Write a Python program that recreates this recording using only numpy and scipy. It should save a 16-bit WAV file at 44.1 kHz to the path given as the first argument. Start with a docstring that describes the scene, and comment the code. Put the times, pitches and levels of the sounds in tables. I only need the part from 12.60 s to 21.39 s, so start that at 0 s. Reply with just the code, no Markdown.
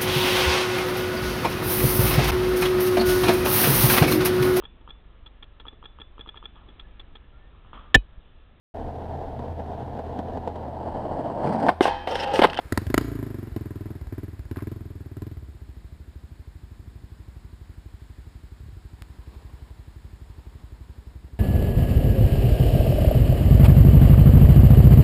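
"""Hard barks from a dirt bike's exhaust, close by, then more blips of the throttle and a slow, even idle.
The four-stroke single stands below a gravel slope; the microphone is in the rider's helmet camera.
Each firing is a sharp burst of gas and a boom of the silencer; the hardest steepen into a crack,
and late-burning fuel pops on the shut throttle. The chain rattles and the helmet ticks and bumps.
Farther off, the woods answer and rustle faintly, and something scrapes up the slope."""
import sys
import numpy as np
from scipy import signal
from scipy.fft import rfft, irfft, next_fast_len
from scipy.io import wavfile
from scipy.ndimage import map_coordinates

SR = 44100
rng = np.random.default_rng(int(sys.argv[2]) if len(sys.argv) > 2 else 0)


def put_to_file(sound):
    """Save the sound as 16-bit audio at rate SR, in the file named by the first command-line argument."""
    columns = np.atleast_2d(sound).T  # one column per channel
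    safe = np.clip(columns, -1, 1)
    whole_steps = np.round(safe * 32767)
    wavfile.write(sys.argv[1], SR, whole_steps.astype(np.int16))


N = 387638


def amp(db):
    """Decibels to gain."""
    return 10 ** (np.asarray(db) / 20)


def along(points, hz):
    """(Hz, value) points read on a log axis."""
    knots_hz, values = np.transpose(points)
    return np.interp(np.log(hz + 1), np.log(knots_hz + 1), values)


def at(rows, times):
    """Each column of a curve at the given times."""
    knots_s, *columns = np.transpose(rows)
    return [np.interp(times, knots_s, column) for column in columns]


def filtered(x, response):
    """x through a filter whose gain is a function of frequency."""
    size = next_fast_len(N + SR // 2)
    return irfft(rfft(x, size) * response(np.fft.rfftfreq(size, 1 / SR)), size)[:N]


def noise(spectrum):
    """Coloured noise of rms 1."""
    x = filtered(rng.standard_normal(N), lambda hz: amp(along(spectrum, hz)))
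    return x / np.sqrt(np.mean(x ** 2) + 1e-20)


def wobble(rate):
    """A smooth random curve, rate knots a second."""
    return map_coordinates(rng.standard_normal(int(N * rate / SR) + 4), [np.arange(N) * rate / SR])


def pulse(spectrum, size=4096):
    """The causal pulse of peak 1 that has this spectrum."""
    cepstrum = irfft(np.log(amp(along(spectrum, np.fft.rfftfreq(size, 1 / SR)))))
    cepstrum[1:size // 2] *= 2
    cepstrum[size // 2 + 1:] = 0
    shape = irfft(np.exp(rfft(cepstrum)))
    return shape / np.abs(shape).max()


def strike(times, gains, shape):
    """One copy of a shape at each time."""
    out = np.zeros(N + SR)
    for start, gain in zip(np.maximum(times, 0), gains):
        out[round(start * SR):][:len(shape)] += gain * shape
    return out[:N]


def fade(t60):
    """An envelope that falls 60 dB in t60 seconds."""
    return np.exp(-np.log(1000) * np.arange(SR // 4) / SR / t60)


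def ring(hz, t60, attack):
    """A damped low resonance with a soft start."""
    t = np.arange(SR // 4) / SR
    return np.sin(2 * np.pi * hz * t) * fade(t60) * (1 - np.exp(-t / attack))


def ground_bounce(x, share, delay_s=.00305):
    """The tailpipe reaches the microphone directly and once more off the ground."""
    return x + share * filtered(x, lambda hz: np.exp(-2j * np.pi * hz * delay_s))


# Leaves and air all around the bike. Each row: frequency in Hz, relative level in dB.
LEAF_SPECTRUM = [(290, -42.5), (500, -19), (716, -4), (1010, -2.5), (1240, -5.5), (1720, -4.5), (2760, -12),
                 (3960, -11), (5200, -15), (6000, -18), (7890, -15.5), (14600, -37), (15500, -20.5)]
AIR_SPECTRUM = [(20, -2.5), (50, 1), (110, -8.5), (200, -10), (400, -19), (700, -28), (1500, -55)]

def leaves_and_air(rustle_db=-65.5, breeze_db=2.5, breeze_s=6.33, breeze_width_s=2.37):
    """Leaves rustle in one slow swell of breeze over a soft rumble of air; a faint hiss fades away."""
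    t = np.arange(N) / SR
    swell_db = breeze_db * np.exp(-((t - breeze_s) / breeze_width_s) ** 2)
    leaves = amp(rustle_db + swell_db + 0.19 * wobble(7.4)) * noise(LEAF_SPECTRUM)
    hiss = amp(-53.5 - 5.55 * t) * noise(HISS_SPECTRUM)
    air = amp(-53 + 0.52 * wobble(2.3)) * noise(AIR_SPECTRUM)
    return leaves + hiss + air


# A scrape far up the slope. Each row: time in seconds, level in dB.
SCRAPE_SWELL = [(6.3, -78), (6.55, -63.5), (6.72, -58.5), (6.95, -61.5), (7.1, -61), (7.35, -73),
                (7.8, -61.5), (8.79, -66)]
# The thin whine over it. Each row: time in seconds, pitch in Hz, level in dB.
WHINE_ARCH = [(6.55, 3750, -100), (6.64, 3940, -77), (6.72, 4150, -80), (6.8, 4120, -82), (6.9, 3950, -100)]

def distant_scrape():
    """A gritty swell with a faint rising and falling whine."""
    t = np.arange(N) / SR
    grit_db, = at(SCRAPE_SWELL, t)
    grit = noise([(200, -2), (450, -2), (650, -8.5), (1000, -3), (1400, -19), (4000, -20), (12000, -43)])
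    hz, whine_db = at(WHINE_ARCH, t)
    whine = np.sin(2 * np.pi * np.cumsum(hz * (1 + .006 * wobble(120))) / SR)
    return amp(grit_db + 2 * wobble(60)) * grit + amp(whine_db) * whine


# The woods, from the foot of the slope. Each row: frequency in Hz, seconds to die away by 60 dB.
WOODS_DECAY = [(100, 0.75), (500, 2.4), (2000, 0.54), (5000, 0.41), (12000, 1.03)]

def woods_echo(x):
    """Trees and slope scatter the sound back; the low mids linger longest."""
    hz, t, spectra = signal.stft(rng.standard_normal(SR * 3 // 2), SR, nperseg=256)
    decay = np.exp(-np.log(1000) * t / along(WOODS_DECAY, hz)[:, None])
    build_up = 1 - np.exp(-t / 0.034)
    tail = signal.istft(spectra * decay * build_up, SR, nperseg=256)[1]
    echo = signal.fftconvolve(x, tail / np.linalg.norm(tail))[:N]
    scatter = [(100, -14), (400, -24.5), (1000, -27.5), (4000, -10.5), (12000, -22.5)]
    return filtered(echo, lambda hz: amp(along(scatter, hz)))


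# On the helmet, right at the microphone. Each row: start in seconds, relative level in dB.
HELMET_TICKS = [(6.422, -28.5)]
MOUNT_BUMPS = [(6.034, -38), (6.061, -36.5), (6.126, -38)]
# The colour of the tick. Each row: frequency in Hz, relative level in dB.
TICK_SPECTRUM = [(200, -37), (600, -2), (1200, 3), (2500, -1.5), (5000, -8), (10000, -15), (16000, -22)]

def helmet():
    """A dry tick and a few dull bumps reach the camera through its mount."""
    tick_times, tick_db = np.transpose(HELMET_TICKS)
    bump_times, bump_db = np.transpose(MOUNT_BUMPS)
    ticks = strike(tick_times, amp(tick_db), pulse(TICK_SPECTRUM))
    bumps = strike(bump_times, amp(bump_db + 5.5), ring(91, t60=0.1, attack=0.002))
    return ticks + bumps


# The drive chain, below the rider. Each row: start in seconds, relative level in dB.
CHAIN_RATTLES = [(1.96, -33.5), (1.979, -38), (1.988, -32.5), (2.006, -39), (2.04, -48)]

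def chain():
    """Slack links clatter in short bursts."""
    times, db = np.transpose(CHAIN_RATTLES)
    steel = [(400, -11.5), (1000, 1.5), (1900, -1.5), (3000, -22), (12000, -46)]
    return strike(times, amp(db - 7.5), fade(0.047)) * noise(steel)


# The speed of the engine under the rider. Each row: time in seconds, firings per second.
FIRING_RATE = [(0.0, 12.33), (0.386, 29.05), (0.7, 25.9), (0.73, 24.2), (1.16, 19.43), (1.303, 21.36),
               (1.47, 16.03), (1.706, 21.53), (1.731, 16.55), (1.919, 16.62), (2.111, 22.59),
               (2.503, 17.78), (2.7, 22.06), (2.72, 18.66), (3.106, 12.93), (5.016, 12.03), (5.395, 12.57),
               (5.544, 11.85), (6.37, 12.19), (6.558, 11.39), (7.611, 11.95), (8.79, 11.3)]

def firings():
    """Times at which the exhaust valve opens, and the length of each cycle."""
    t = np.arange(N) / SR
    rate, = at(FIRING_RATE, t)
    cycles = .3 + np.cumsum(rate) / SR
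    opens = np.flatnonzero(np.diff(np.floor(cycles)))
    return t[opens], 1 / rate[opens]


def piston_shake(top_speed_db=-37, speed_power=5.1):
    """The unbalanced piston hums at crank speed, two turns a firing, and is only heard at high revs."""
    rate, = at(FIRING_RATE, np.arange(N) / SR)
    turns = 2 * np.cumsum(rate) / SR
    return amp(top_speed_db) * (rate / rate.max()) ** speed_power * np.sin(2 * np.pi * turns)


# Twists of the grip. Each row: start and length in seconds, relative burst and crack levels in dB.
THROTTLE_BLIPS = [(0.107, 0.0646, -20, -36), (0.293, .35, -23, -32), (0.645, .2, -26, -62),
                  (0.979, 0.35, -27, -63), (1.516, 0.11, -25, -58), (1.902, 0.2, -24, -28.5),
                  (2.148, .41, -33.5, -67), (2.535, 0.15, -29.5, -32)]
IDLE_BURST_DB = -44

def throttle(times, burst_sag_db_per_s=1, crack_sag_db_per_s=59, release_s=0.12):
    """Burst and crack level of each firing: a twist opens at once, sags while held, then falls to idle."""
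    start, length, burst_db, crack_db = np.transpose(THROTTLE_BLIPS)[:, :, None]
    held = np.clip(times - start, 0, length)
    opening = (times >= start) * np.exp(-np.maximum(times - start - length, 0) / release_s)
    over_idle_db = opening * (burst_db - burst_sag_db_per_s * held - IDLE_BURST_DB)
    crack = opening ** 2 * amp(crack_db - crack_sag_db_per_s * held)
    return IDLE_BURST_DB + over_idle_db.max(axis=0), 20 * np.log10(crack.max(axis=0) + 1e-9)


# The hardest firings. Each row: start in seconds, relative burst and crack levels in dB.
HARD_BARKS = [(0.123, -15.5, -8), (0.175, -12.5, -2.5), (0.301, -19, -22.5), (0.342, -15, -1.5),
              (0.378, -11, 0), (0.411, -19.5, -23), (0.628, -21, -41), (0.963, -19, -30), (2.62, -26, -33)]
# Hollow pops of fuel burning late in the pipe on a shut throttle.
# Each row: start in seconds, relative boom level in dB, nominal pitch in Hz, relative crack level in dB.
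AFTERFIRE_POPS = [(0.266, -21, 90, -22), (0.917, -27.5, 79, -50), (1.412, -26, 82, -36.5),
                  (1.469, -28, 71.6, -35.5), (1.792, -27, 79, -36), (1.852, -30, 72.6, -37),
                  (2.769, -28, 83.5, -41)]

def burns(idle_rate=12, idle_boom_db=-32.5, idle_boom_hz=76.1):
    """Timing, burst, boom and crack of every firing; barks and afterfires replace the nearest one."""
    times, period = firings()
    burst_db, crack_db = throttle(times)
    for start, burst, crack in HARD_BARKS:
        i = np.abs(times - start).argmin()
        times[i], burst_db[i], crack_db[i] = start, burst, crack
    effort_db = burst_db - IDLE_BURST_DB
    heat = np.clip(effort_db / 13, 0, 1)
    extra_rate = 1 / period - idle_rate
    boom_db = idle_boom_db + 0.43 * effort_db - 0.27 * extra_rate  # short cycles fill the silencer less
    boom_hz = idle_boom_hz + heat * (14 + 1.16 * extra_rate)  # hot, fast gas raises the note
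    crack_times = times + .0007  # the shock forms just behind the front of the burst
    for start, boom, hz, crack in AFTERFIRE_POPS:
        i = np.abs(times - start).argmin()
        times[i], burst_db[i] = start, boom - 11.5
        boom_db[i], boom_hz[i] = boom, hz
        crack_times[i], crack_db[i] = start + 0.0017, crack
    return times, period, burst_db, boom_db, boom_hz, crack_times, crack_db


# Gas at the tailpipe, behind the microphone. Each row: frequency in Hz, relative level in dB.
HISS_SPECTRUM = [(100, -26), (400, 7.5), (1000, 0.5), (1800, 1), (2800, -10), (4000, -12.5), (8000, -17),
                 (15000, -24)]

def gas_hiss(times, burst_db):
    """Turbulence hisses at the tailpipe after each burst and lingers until the next."""
    puffs = strike(times, amp(burst_db), fade(0.012) + amp(-2) * fade(0.18))
    return amp(-28.5) * puffs * noise(HISS_SPECTRUM)


def silencer(times, boom_db, boom_hz):
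    """Every firing rings the silencer; the note sags as the gas slows, most at idle."""
    out, t = np.zeros(N + SR), np.arange(SR // 4) / SR
    for start, db, hz, scatter in zip(times, boom_db, boom_hz, rng.standard_normal(len(times))):
        rest_hz = hz * (hz / 120) ** 0.82
        pitch = rest_hz + (1.18 * hz - rest_hz) * np.exp(-(t / 0.011) ** 2)
        swell = fade(7.4 / hz) * (1 - np.exp(-t / 0.003))
        boom = swell / swell.max() * np.sin(2 * np.pi * np.cumsum(pitch) / SR)
        out[round((start + .0015) * SR):][:len(t)] += amp(db - .5 + 0.123 * scatter) * boom
    return out[:N]


# The exhaust burst and its steep front, at close range. Each row: frequency in Hz, relative level in dB.
BURST_SPECTRUM = [(30, -27), (100, -7.5), (200, 9.5), (280, 3.5), (400, -1.5), (520, -10), (700, -24.5),
                  (1000, -25.5), (2000, -32), (4000, -71.5), (15000, -54)]
FRONT_SPECTRUM = [(200, -37), (500, 31.5), (700, 11), (850, -33), (1020, 24.5), (1250, -4), (1700, 10),
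                  (2100, 2.5), (3000, -30), (6000, -26.5), (15000, -37)]

def blowdown(times, period, burst_db):
    """Burnt gas bursts out; the rising piston then drives out the rest, harder at high speed."""
    puff = pulse(BURST_SPECTRUM)
    burst = strike(times, amp(burst_db - 1 + 0.043 * rng.standard_normal(len(times))), puff)
    # the piston's push does not grow with an unusually hard burn
    push_size = amp(np.minimum(burst_db, -23) - 9.5) * 0.05 / period
    push = strike(times + np.minimum(.2 * period, .0125), push_size, puff)
    # the more fuel burns, the steeper the front of the burst
    front_size = amp(-30 + 1.2 * np.minimum(burst_db + 10, 0))
    front = strike(times + 0.001, front_size, pulse(FRONT_SPECTRUM))
    return ground_bounce(front - burst - push, share=.8)


# The tailpipe's crack, heard from the helmet. Each row: frequency in Hz, relative level in dB.
SHOCK_SPECTRUM = [(100, 7.5), (350, -3), (600, 9.5), (1000, -4), (1400, 0), (1900, 1.5), (2600, -12.5),
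                  (4000, -10.5), (5200, -13.5), (8000, -17), (12000, -29), (16000, -47)]

def shock_cracks(times, crack_db):
    """The hardest firings steepen into a shock and leave the pipe as a crack with a ragged wake."""
    crack = strike(times, amp(crack_db - 14), pulse(SHOCK_SPECTRUM))
    wake = strike(times, amp(crack_db - 8.5), fade(0.012)) * noise(SHOCK_SPECTRUM)
    return ground_bounce(crack + wake, share=0.35)


def scene():
    """The bike close to the microphone, its echo from the woods and the quiet surroundings, in mono."""
    times, period, burst_db, boom_db, boom_hz, crack_times, crack_db = burns()
    bursts = blowdown(times, period, burst_db)
    exhaust = bursts + silencer(times, boom_db, boom_hz) + gas_hiss(times, burst_db)
    bike = exhaust + piston_shake() + chain() + shock_cracks(crack_times, crack_db)
    echo = woods_echo(amp(0.5) * bike)
    return (bike + echo + helmet() + distant_scrape() + leaves_and_air())[None]


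# The helmet camera's microphone, notched at 6 kHz. Each row: frequency in Hz, gain in dB.
MIC_RESPONSE = [(15, -34), (30, -4), (48, 1.5), (5300, 1.5), (5900, -8.5), (6150, -8), (6700, 1),
                (16000, 0.5)]
OVERLOAD, IMAGE_HZ, TOP_HZ = .52, 12000, 15500  # the microphone saturates at OVERLOAD (full scale 1)

def record(dry):
    """The camera rounds off peaks, mirrors the low sound faintly around 12 kHz and limits the band."""
    rounded = dry[0] / (1 + (dry[0] / OVERLOAD) ** 4) ** (1 / 4)
    mirror = [(30, -42), (70, -38), (150, -30.5), (350, -23), (700, -20), (1800, -8), (3000, -11.5),
              (6000, -48)]
    carrier = np.cos(2 * np.pi * IMAGE_HZ * np.arange(N) / SR)
    image = filtered(rounded, lambda hz: amp(along(mirror, hz))) * carrier
    return filtered(rounded + image, lambda hz: amp(along(MIC_RESPONSE, hz)) * (hz < TOP_HZ))[None]


dry = scene()
out = record(dry)
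put_to_file(out)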